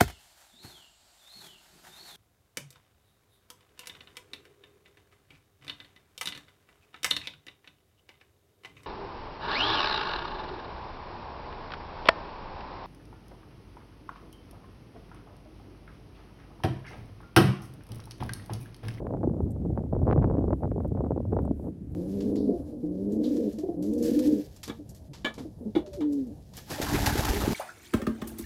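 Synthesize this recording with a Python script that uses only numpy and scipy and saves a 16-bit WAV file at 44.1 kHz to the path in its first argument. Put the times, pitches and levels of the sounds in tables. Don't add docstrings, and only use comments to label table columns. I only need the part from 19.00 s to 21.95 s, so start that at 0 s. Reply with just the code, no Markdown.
import sys
import numpy as np
from scipy import signal
from scipy.fft import rfft, irfft
from scipy.io import wavfile
from scipy.ndimage import uniform_filter1d

SR = 44100
rng = np.random.default_rng(int(sys.argv[2]) if len(sys.argv) > 2 else 0)


def int16_out(signal):
    q = np.round(np.clip(np.atleast_2d(signal).T, -1, 1) * 32767)
    wavfile.write(sys.argv[1], SR, q.astype(np.int16))


N = 130095


def undb(db):
    return 10 ** (np.asarray(db) / 20)


def unit(x):
    return x / np.sqrt(np.mean(x ** 2))


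def clock():
    return np.arange(N) / SR


def curve(table):
    times_s, levels_db = np.array(table).T
    return undb(np.interp(clock(), times_s, levels_db))


def colour(x, points):
    hz, db = np.array(points).T
    f = np.maximum(np.fft.rfftfreq(N, 1 / SR), 1)
    gain = undb(np.interp(np.log(f), np.log(hz), db))
    return unit(irfft(rfft(x) * gain, N))


def smooth(x, seconds):
    f = np.fft.rfftfreq(N, 1 / SR)
    return irfft(rfft(x) * np.exp(-.5 * (2 * np.pi * f * seconds) ** 2), N)


def steady(x, seconds):
    local_power = np.abs(smooth(x ** 2, seconds))
    return x / np.sqrt(local_power + 1e-9)


def noise():
    return rng.standard_normal(N)


def buffeting():
    # (relative, per Hz)
    rumble_colour = [(20, -30), (32, -3.5), (46, 3), (65, 11), (95, 8.5), (140, 2.5), (200, -8.5),
                     (400, -79.5)]
    body_colour = [(70, -22.5), (125, -1), (170, 1), (270, 0), (380, -8.5), (550, -22), (900, -40.5),
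                   (2000, -75.5)]
    flutter_colour = [(150, -14), (300, 2.5), (450, 8), (650, 2.5), (900, -11.5), (1300, -25), (2000, -45),
                      (3000, -55.5), (6000, -90)]
    # time_s, level_db
    rumble_levels = [(0, -38), (.2, -35.5), (.29, -31), (.36, -36.5), (.44, -31), (.56, -33), (.74, -34),
                     (.83, -34.5), (.92, -32), (1.0, -26.5), (1.1, -27.5), (1.2, -23.5), (1.35, -31),
                     (1.54, -26.5), (1.59, -36.5), (1.65, -30), (1.72, -30.5), (1.8, -31), (2.02, -31.5),
                     (2.22, -35), (2.29, -28), (2.42, -29), (2.6, -37), (2.68, -41), (2.76, -50),
                     (2.86, -41), (2.94, -33.5)]
    body_levels = [(0, -42), (.2, -37.5), (.3, -36), (.38, -36), (.47, -34), (.54, -44), (.66, -33),
                   (.76, -37), (.89, -43), (1.0, -35), (1.17, -33.5), (1.35, -34), (1.53, -34), (1.59, -44),
                   (1.66, -37.5), (1.74, -38.5), (2.0, -37.5), (2.25, -40), (2.37, -34.5), (2.52, -33.5),
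                   (2.555, -44), (2.69, -35.5), (2.75, -47), (2.86, -45.5), (2.95, -44)]
    flutter_levels = [(0, -36), (.12, -41), (.24, -38.5), (.42, -42.5), (.54, -47), (.66, -44), (.76, -44),
                      (.84, -38.5), (.9, -53.5), (.94, -40), (1.0, -37), (1.1, -30.5), (1.35, -35.5),
                      (1.53, -43.5), (1.585, -53.5), (1.64, -29), (1.7, -54), (1.85, -39.5), (1.9, -48.5),
                      (2.0, -37.5), (2.27, -51.5), (2.37, -30), (2.51, -55), (2.56, -55.5), (2.68, -38),
                      (2.73, -58), (2.87, -67), (2.95, -52)]
    rumble_trim_db, body_trim_db, flutter_trim_db = -0.5, 2.5, -2.5
    flicker_hz, flicker_db = 88, 8

    rumble = steady(colour(noise(), rumble_colour), seconds=0.016) * curve(rumble_levels)
    body = steady(colour(noise(), body_colour), seconds=0.02) * curve(body_levels)
    flicker = unit(smooth(noise(), 1 / (np.pi * flicker_hz)))
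    spurts = undb(flicker_db * flicker)
    flutter = steady(colour(noise() * spurts, flutter_colour), seconds=0.0093) * curve(flutter_levels)
    return undb(rumble_trim_db) * rumble + undb(body_trim_db) * body + undb(flutter_trim_db) * flutter


def thumps():
    # time_s, level_db (before the trim), pitch_hz
    large_eddies = [(0.241, -37.5, 267), (0.258, -21, 163), (0.276, -19.5, 236), (0.313, -19.5, 156),
                    (0.436, -17, 103), (0.464, -17, 152), (0.652, -19, 155), (0.696, -21, 120),
                    (0.731, -16.5, 110), (0.789, -20, 166), (0.851, -25.5, 156), (0.936, -17, 166),
                    (1.036, -13.5, 122), (1.094, -11.5, 108), (1.131, -18, 150), (1.173, -14, 129),
                    (1.188, -8.5, 120), (1.223, -17.5, 140), (1.258, -17, 140), (1.275, -18.5, 210),
                    (1.312, -19.5, 130), (1.343, -15.5, 110), (1.39, -18, 250), (1.418, -23.5, 130),
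                    (1.446, -26, 156), (1.647, -20, 140), (1.664, -19, 120), (1.719, -30, 237),
                    (1.788, -24, 188), (1.925, -20, 119), (1.997, -22, 129), (2.129, -19.5, 136),
                    (2.18, -25.5, 260), (2.333, -21, 218), (2.514, -20, 248), (2.82, -25, 186)]
    bell_cycles, trim_db = 0.51, -1.5
    out, t = np.zeros(N), clock()
    phases = rng.random(len(large_eddies))
    for (at, db, hz), phase in zip(large_eddies, phases):
        cycles = (t - at) * hz
        bell = np.exp(-.5 * (cycles / bell_cycles) ** 2)
        out += undb(db + trim_db) * bell * np.sin(2 * np.pi * (cycles + phase))
    return out


def pops(size=2048, count=3):
    # time_s, level_db (before the trim),
    # roll_off_hz (above the knee the spectrum falls by 1/e every so many Hz)
    bursting_eddies = [(0.053, -37.5, 168), (0.0697, -31.5, 373), (0.1086, -28.5, 190), (0.1275, -34, 140),
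                       (0.1395, -32, 252), (0.1493, -30.5, 170), (0.1716, -42.5, 310), (0.213, -44, 220),
                       (0.233, -31, 265), (0.2407, -30, 215), (0.2456, -29.5, 150), (0.2746, -31, 125),
                       (0.298, -36.5, 238), (0.3454, -40, 195), (0.3686, -38, 172), (0.406, -30.5, 195),
                       (0.5649, -43.5, 222), (0.6518, -37, 159), (0.661, -36.5, 170), (0.7051, -36.5, 140),
                       (0.777, -27.5, 279), (0.7932, -40.5, 255), (0.8096, -40.5, 130), (0.839, -39, 205),
                       (0.928, -29.5, 172.5), (0.933, -26.5, 191), (0.9519, -35.5, 254), (0.9652, -29, 180),
                       (1.0182, -32, 174), (1.0311, -36, 174), (1.0552, -40, 205), (1.071, -26.5, 245),
                       (1.0801, -22.5, 226), (1.09, -28.5, 298), (1.1014, -24, 263), (1.1133, -26, 420),
                       (1.1278, -30, 470), (1.1288, -27, 149), (1.1312, -28, 436), (1.1627, -24.5, 215),
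                       (1.179, -28, 288), (1.193, -36.5, 230), (1.2249, -33.5, 360), (1.2298, -38, 360),
                       (1.232, -34.5, 340), (1.2449, -24, 319), (1.2473, -27.5, 180), (1.2725, -34, 150),
                       (1.2772, -33.5, 185), (1.301, -32, 253), (1.3136, -29, 238), (1.328, -36.5, 190),
                       (1.3385, -34.5, 180), (1.3438, -35, 209), (1.3533, -28, 190), (1.3714, -36.5, 278),
                       (1.383, -29.5, 130), (1.3852, -39, 328), (1.3924, -30.5, 145), (1.4102, -35, 169),
                       (1.4249, -36, 206), (1.4422, -28.5, 180), (1.482, -32.5, 220), (1.5078, -26, 230),
                       (1.528, -28.5, 137), (1.5312, -24.5, 276), (1.5335, -38, 367), (1.6353, -27, 268),
                       (1.647, -33.5, 215), (1.6561, -32.5, 225), (1.679, -38, 200), (1.7163, -39, 400),
                       (1.7183, -29.5, 164), (1.7624, -33.5, 141), (1.7819, -32, 168), (1.8048, -33.5, 260),
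                       (1.8466, -45, 340), (1.8495, -32, 199), (1.8566, -31.5, 169), (1.9199, -37.5, 150),
                       (1.9525, -35.5, 190), (1.974, -43, 342), (1.978, -34, 230), (1.992, -44, 270),
                       (2.008, -26.5, 188), (2.0395, -33, 138.6), (2.048, -34, 245), (2.0628, -34.5, 189),
                       (2.067, -35.5, 230), (2.109, -24.5, 172), (2.1196, -28, 218), (2.163, -32, 147),
                       (2.1773, -37.5, 270), (2.1795, -29.5, 168), (2.2045, -30, 151), (2.2545, -35, 170),
                       (2.325, -33.5, 252), (2.3297, -29, 161), (2.334, -34.5, 280), (2.3683, -25, 224),
                       (2.391, -26.5, 282), (2.454, -34.5, 220), (2.4789, -32, 195), (2.512, -31, 140),
                       (2.598, -39.5, 171), (2.6722, -35, 158)]
    trim_db, core_hz = -0.4, 453
    smear_s, lead_s = 0.00065, 0.00074
    bass_hz, knee_hz = 177, 560
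    grain_hz, ripple_db, even_hz = 401, 2.5, 635
    shed_gap_s, shed_db, shed_roll_hz = 0.0018, -3, 1010
    crack_db, crack_roll_hz, crack_reach = -38, 296, 3.63

    out, f = np.zeros(N + 2 * size), np.fft.rfftfreq(size, 1 / SR)
    low_cut = (1j * f / (1j * f + bass_hz)) ** 4
    draws = rng.standard_normal(size=(len(bursting_eddies), 4, 64))
    for (at, db, roll_hz), chance in zip(bursting_eddies, draws):
        lag, ripple = (np.interp(f / grain_hz, np.arange(len(row)), row) for row in chance[:2])

        delays = np.cumsum(shed_gap_s * np.exp(chance[2, :count] / 2))
        shed = np.zeros(len(f), dtype=complex)
        for k, (delay, phase) in enumerate(zip(delays, chance[3, :count])):
            shed += undb(shed_db * (k + 0.5)) * np.exp(-2j * np.pi * (f * delay + phase))
        wake = 1 + np.exp(-f / shed_roll_hz) * shed

        fall = (np.hypot(f, knee_hz) - knee_hz) / roll_hz
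        crack = undb(crack_db) * (roll_hz / crack_roll_hz) ** 2 * np.exp(-fall / crack_reach)
        shape = np.exp(-fall) + crack

        bumps = wake * undb(ripple_db * ripple)
        bumps = bumps / np.sqrt(uniform_filter1d(np.abs(bumps) ** 2, int(even_hz / f[1])))

        smear = np.exp(-2j * np.pi * np.cumsum(smear_s * lag) * f[1])
        burst = shape * bumps * low_cut * smear
        core = irfft(burst * (f > core_hz))
        strength = np.sqrt(np.sum(core ** 2) / (.004 * SR))
        start = int((at - lead_s) * SR) + size // 2
        out[start:start + size] += np.fft.fftshift(irfft(burst)) * undb(db + trim_db) / strength
    return out[size:size + N]


def brush():
    # time_s, length_s (standard deviation of the swell), level_db
    rustles = [(0.438, 0.018, -77), (1.038, 0.013, -76.5), (1.59, 0.045, -78.5), (1.837, 0.031, -79),
               (2.567, 0.023, -77.5), (2.644, 0.037, -73.5), (2.926, .03, -80)]
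    # (relative, per Hz)
    rustle_colour = [(3000, -18), (7000, -9), (9500, -3.5), (11700, 1), (13500, -6.5), (16000, -11.5)]
    # time_s, level_db (before halving), ring_hz, decay_s (to 1/e)
    ticks = [(.069, -63, 11260, 0.0022), (0.5073, -53.5, 8150, 0.0043), (.5165, -56, 8600, 0.0038),
             (1.879, -53.5, 11500, 0.0013), (2.341, -69, 8300, .008), (2.4203, -57.5, 12500, 0.0015),
             (2.433, -65, 12500, .003), (2.452, -61.5, 8200, .005), (2.921, -65, 11000, .002)]
    tick_width_hz, splash_db = 1400, 0.5

    t, f = clock(), np.fft.rfftfreq(N, 1 / SR)
    scratch = colour(noise(), rustle_colour)
    swells = sum(undb(db) * np.exp(-.5 * ((t - at) / length) ** 2) for at, length, db in rustles)
    out = scratch * swells
    spray = rfft(noise())
    for at, db, hz, decay in ticks:
        resonance = 1 / (1 + (2 * (f - hz) / tick_width_hz) ** 2)
        ring = unit(irfft(spray * resonance, N))
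        envelope = (t >= at) * np.exp(-np.abs(t - at) / decay)
        out = out + .5 * undb(db) * envelope * (ring + undb(splash_db) * scratch)
    return out


def hiss():
    # (relative, per Hz)
    hiss_colour = [(100, 6), (1500, 4.5), (2500, -1), (4000, -4), (7000, -6.5), (9000, -5.5), (11800, -3),
                   (13500, -16), (16000, -16)]
    return undb(-74) * colour(noise(), hiss_colour)


def scene():
    return (buffeting() + thumps() + pops() + brush() + hiss())[None]


def record(dry):
    edge_s, top_hz = .003, 15700
    t = clock()
    nearness = np.minimum(np.minimum(t, t[-1] - t) / edge_s, 1)
    ease = np.sin(np.pi / 2 * nearness) ** 2
    low_pass = signal.ellip(8, .2, 70, top_hz, fs=SR, output="sos")
    return signal.sosfilt(low_pass, ease * dry)


dry = scene()
out = record(dry)
int16_out(out)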